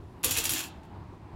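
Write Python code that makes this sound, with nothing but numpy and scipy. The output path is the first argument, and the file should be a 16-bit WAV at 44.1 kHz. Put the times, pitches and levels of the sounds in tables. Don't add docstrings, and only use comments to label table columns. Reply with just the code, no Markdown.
import sys
import numpy as np
from scipy import signal
from scipy.fft import rfft, irfft
from scipy.io import wavfile
from scipy.ndimage import uniform_filter1d

SR = 44100
rng = np.random.default_rng(int(sys.argv[2]) if len(sys.argv) > 2 else 0)


def gain_from_decibels(decibels):
    exponent = np.asarray(decibels, float) / 20
    return 10 ** exponent


def store_pcm(level_fs):
    pcm = np.round(np.clip(level_fs, -1, 1) * 32767).astype(np.int16)
    wavfile.write(sys.argv[1], SR, np.atleast_2d(pcm).T)


N = 59535
T = np.arange(N) / SR

# (per Hz, relative)
RUMBLE_COLOUR = [(15, -23), (30, -17.5), (60, -7), (95, 0), (125, -8.5), (160, -10), (230, -14.5),
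                 (350, -13), (520, -25), (750, -20.5), (950, -18.5), (1200, -27), (2000, -35),
                 (4000, -44.5), (8000, -54.5), (16000, -63.5)]
# t/s, level/dB
BASS_SWELL = [(0, -44.5), (.07, -49), (.15, -51), (.21, -56), (.25, -42.5), (.4, -45.5), (.52, -43),
              (.6, -56), (.7, -53.5), (.8, -48.5), (.88, -53.5), (.97, -46.5), (1.05, -47.5), (1.17, -53),
              (1.24, -52.5), (1.3, -54.5), (1.35, -38.5)]
# t/s, level/dB
MIDDLE_SWELL = [(0, -53.5), (0.101, -56), (.2, -53), (.7, -51.5), (.8, -51.5), (0.879, -53.5), (.96, -49.5),
                (1.07, -54.5), (1.14, -50.5), (1.19, -56), (1.28, -52.5), (1.35, -51)]
RUMBLE_DB, RUMBLE_FLICKER_DB = -45.5, 1.2
TREBLE_SWELL_SHARE = 0.33

# f/Hz, t60/s (time to fall by 60 dB)
ROOM_DECAY = [(300, 0.29), (1000, 0.5), (3000, 0.35), (7000, .13), (13000, 0.053)]
ROOM_DB = -10

WHINE_START_S, WHINE_END_S, WHINE_HZ, WHINE_WIDTH_HZ, WHINE_DB = .16, .23, 2800, 150, -75

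# f/Hz, level/dB (relative), t60/s
FRAME_MODES = [(265, -3, .3), (320, 0, .3), (360, -1, .25), (410, -3, .25), (455, -1, .22), (515, -2, .25),
               (690, -3, .1), (780, -6, .1), (900, -3, .12)]
FRAME_HUM_DB = -22
# t/s, peak level/dB, highest fully excited f/Hz
THUMPS = [(.236, -40, 900), (0.245, -29.5, 520), (.30, -41.5, 330), (.368, -38, 900), (.378, -35, 459),
          (.392, -43, 460), (0.459, -43, 365), (.50, -39, 358), (.535, -36.5, 343), (.59, -47, 342)]
THUMP_RISE_S, THUMP_SCATTER_DB = .006, 3
THUMP_SLOPE_DB = -30

# (per Hz, relative)
CONTACT_COLOUR = [(350, -51.5), (600, -9.5), (1890, -6), (2630, -7), (2860, -4), (5070, -7), (7240, -4),
                  (9140, -10), (10800, -10), (15800, -15.5)]
# f/Hz, width/Hz, level/dB (relative)
METAL_RINGS = [(2550, 60, -1), (2620, 70, 1), (2720, 70, 0), (3250, 250, -9), (4290, 50, -5),
               (4610, 50, -2), (5690, 170, -5), (6950, 150, -6), (7230, 100, -5), (7500, 100, -6),
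               (9200, 150, -6), (10300, 350, -4), (11300, 200, -4), (12400, 300, -8), (14000, 300, -6)]
METAL_DB = -5.5
TICKS_PER_S = 12000
TICK_SPREAD_DB = 2.2

# t/s, level/dB (before KNOCK_DB), brightness/dB per octave, favoured f/Hz
KNOCKS = [(0.2376, -22.5, -8.5, 7240), (0.2438, -12, 8, 10650), (0.3092, -17.5, 6.5, 7500),
          (0.3183, -21.5, 5, 7500), (0.3545, -26, -12.5, 2650), (.366, -21, -3, 2650),
          (.3726, -18, 4.5, 2650), (0.3833, -17, 2.5, 2650), (0.4004, -29.5, -2.5, 7200),
          (0.4399, -21, 7, 12000), (0.4533, -17, 4.5, 5700), (0.4931, -16.5, 5.5, 10500),
          (0.5044, -21.5, 3.5, 11300), (0.521, -27, -1, 4600), (0.5349, -20.5, 6.5, 7200),
          (.561, -27, -5, 3120), (0.57, -27.5, -3.5, 3200), (.58, -26, -1, 2700), (0.5909, -25.5, 7, 7200),
          (0.6042, -26, -0.5, 10400), (.8324, -56, -6, 7300), (.85, -61, -1, 14000)]
KNOCK_DB, KNOCK_RISE_S, KNOCK_T60_S = -11.5, 0.00064, 0.1
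CRACK_DB, CRACK_T60_S = 4, .022
FAVOUR_DB, FAVOUR_OCTAVES, KNOCK_SCATTER_DB = 11, .15, 3.5

# t/s, level/dB, brightness/dB per octave
GRIND = [(.229, -85.5, 5), (.232, -44.5, 5.5), (.246, -34, 2.5), (.29, -35.5, 1), (.345, -38, 1.5),
         (.385, -34.5, 4), (.435, -40.5, -3), (.46, -34.5, 1), (.488, -41.5, 1), (.52, -34.5, 7),
         (.57, -38, 0), (.615, -42, -1), (.65, -45, -1), (0.686, -59.5, 6.5), (0.704, -77, -16),
         (0.739, -93, -5.5), (0.781, -103, -14)]
FLUTTER_DB = 1
WANDER_DB = 5

TOP_HZ = 15900


def unit(x):
    return x / np.sqrt(np.mean(x ** 2) + 1e-18)


def colour(x, table):
    hz, db = np.array(table).T
    log_hz = np.log(np.fft.rfftfreq(len(x), 1 / SR) + 1)
    gain = gain_from_decibels(np.interp(log_hz, np.log(hz), db))
    return irfft(rfft(x) * gain, len(x))


def ring(x, hz, width_hz):
    r = np.exp(-np.pi * width_hz / SR)
    return signal.lfilter([1 - r, 0, r - 1], [1, -2 * r * np.cos(2 * np.pi * hz / SR), r * r], x)


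def walk(rate):
    k = int(SR / rate)
    steps = np.repeat(rng.standard_normal(N // k + 1), k)
    return unit(uniform_filter1d(uniform_filter1d(steps, k), k)[:N])


def rumble():
    spec = rfft(unit(colour(rng.standard_normal(N), RUMBLE_COLOUR)))
    hz = np.fft.rfftfreq(N, 1 / SR)
    bass, middle = (np.interp(T, *np.array(curve).T) for curve in (BASS_SWELL, MIDDLE_SWELL))
    bass, middle = bass - bass.mean(), middle - middle.mean()
    edges = np.r_[0, 40 * 2 ** np.arange(0, 10, .5)]
    out = 0
    for lo, hi in zip(edges, edges[1:]):
        if hi < 200:
            swell_db = bass
        elif hi < 2000:
            swell_db = middle
        else:
            swell_db = TREBLE_SWELL_SHARE * middle
        band = irfft(spec * ((hz >= lo) & (hz < hi)), N)
        out = out + band * gain_from_decibels(RUMBLE_DB + swell_db + RUMBLE_FLICKER_DB * walk(11.4))
    return out


def room(x):
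    t = T[:SR // 2]
    tail = 0
    for hz, t60 in ROOM_DECAY:
        band = ring(ring(rng.standard_normal(len(t)), hz, hz), hz, hz)
        tail = tail + band * gain_from_decibels(-60 * t / t60)
    tail = tail * (t > .004)
    return signal.fftconvolve(x, tail / np.sqrt(np.sum(tail ** 2)))[:N]


def whine():
    hiss = unit(ring(rng.standard_normal(N), WHINE_HZ, WHINE_WIDTH_HZ))
    return gain_from_decibels(WHINE_DB) * hiss * (T > WHINE_START_S) * (T < WHINE_END_S)


def thumps():
    out, t = np.zeros(N + SR), T[:SR // 2]
    hz, mode_db, t60 = np.array(FRAME_MODES).T[:, :, None]
    fade_out = np.hanning(2 * len(t))[len(t):]
    for s, db, top_hz in THUMPS:
        slope_db = THUMP_SLOPE_DB * np.maximum(np.log2(hz / top_hz), 0)
        scatter_db = THUMP_SCATTER_DB * rng.standard_normal(hz.shape)
        level_db = mode_db + slope_db + scatter_db - 60 * t / t60
        waves = np.sin(2 * np.pi * (hz * t + rng.random(hz.shape)))
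        jolt = np.sum(gain_from_decibels(level_db) * waves, axis=0) * (1 - np.exp(-t / THUMP_RISE_S))
        i = int(s * SR)
        out[i:i + len(t)] += gain_from_decibels(db) * jolt * fade_out / np.max(np.abs(jolt))
    return out[:N]


def frame(x):
    hum = 0
    for hz, db, t60 in FRAME_MODES:
        width_hz = np.log(1000) / np.pi / t60
        hum = hum + gain_from_decibels(db) * unit(ring(x, hz, width_hz))
    return unit(hum)


def ticks(count):
    hit = rng.random(count) < TICKS_PER_S / SR
    size = np.minimum(rng.exponential(size=count), 3)
    return unit(hit * rng.standard_normal(count) * gain_from_decibels(TICK_SPREAD_DB * size))


def metal(x, scatter_db):
    rings = sum(gain_from_decibels(db + s) * ring(x, hz, width) for (hz, width, db), s in zip(METAL_RINGS, scatter_db))
    return unit(colour(x, CONTACT_COLOUR)) + gain_from_decibels(METAL_DB) * unit(rings)


def tilt(x, slope_db):
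    low = signal.sosfilt(signal.butter(2, 4000, fs=SR, output="sos"), x)
    high = signal.sosfilt(signal.butter(2, 9000, "high", fs=SR, output="sos"), x)
    return low * gain_from_decibels(-slope_db) + (x - low - high) + high * gain_from_decibels(slope_db)


def knocks():
    out, size = np.zeros(N + SR), SR // 4
    t = T[:size]
    fade = gain_from_decibels(-60 * t / KNOCK_T60_S) + gain_from_decibels(CRACK_DB - 60 * t / CRACK_T60_S)
    fade = fade * np.minimum(t / KNOCK_RISE_S, 1)
    fade_out = np.hanning(2 * size)[size:]
    mode_hz = np.array(METAL_RINGS)[:, 0]
    for s, db, slope_db, ring_hz in KNOCKS:
        near = np.exp(-(np.log2(mode_hz / ring_hz) / FAVOUR_OCTAVES) ** 2)
        mode_db = FAVOUR_DB * near + KNOCK_SCATTER_DB * rng.standard_normal(len(mode_hz))
        clank = tilt(metal(ticks(size) * fade, mode_db), slope_db)
        same_energy = np.sqrt(np.sum(fade ** 2) / np.sum(clank ** 2))
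        i = int(s * SR)
        out[i:i + size] += gain_from_decibels(db + KNOCK_DB) * clank * fade_out * same_energy
    return out[:N]


def grind():
    s, db, slope_db = np.array(GRIND).T
    gain = gain_from_decibels(np.interp(T, s, db))
    chatter = ticks(N) * gain_from_decibels(FLUTTER_DB * walk(120)) * gain
    ringing = metal(chatter, [WANDER_DB * walk(27) for _ in METAL_RINGS])
    bright = tilt(ringing, np.interp(T, s, slope_db))
    return np.sqrt(np.mean(gain ** 2)) * (bright + gain_from_decibels(FRAME_HUM_DB) * frame(chatter))


def scene():
    machine = grind() + knocks() + thumps() + whine()
    return (machine + gain_from_decibels(ROOM_DB) * room(machine) + rumble())[None]


def top_cut(x):
    return signal.sosfilt(signal.butter(12, 16120, fs=SR, output="sos"), x)


def record(dry):
    low_pass = signal.ellip(12, .2, 90, TOP_HZ, fs=SR, output="sos")
    mix = signal.sosfilt(low_pass, dry)
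    return top_cut(mix)


dry = scene()
out = record(dry)
store_pcm(out)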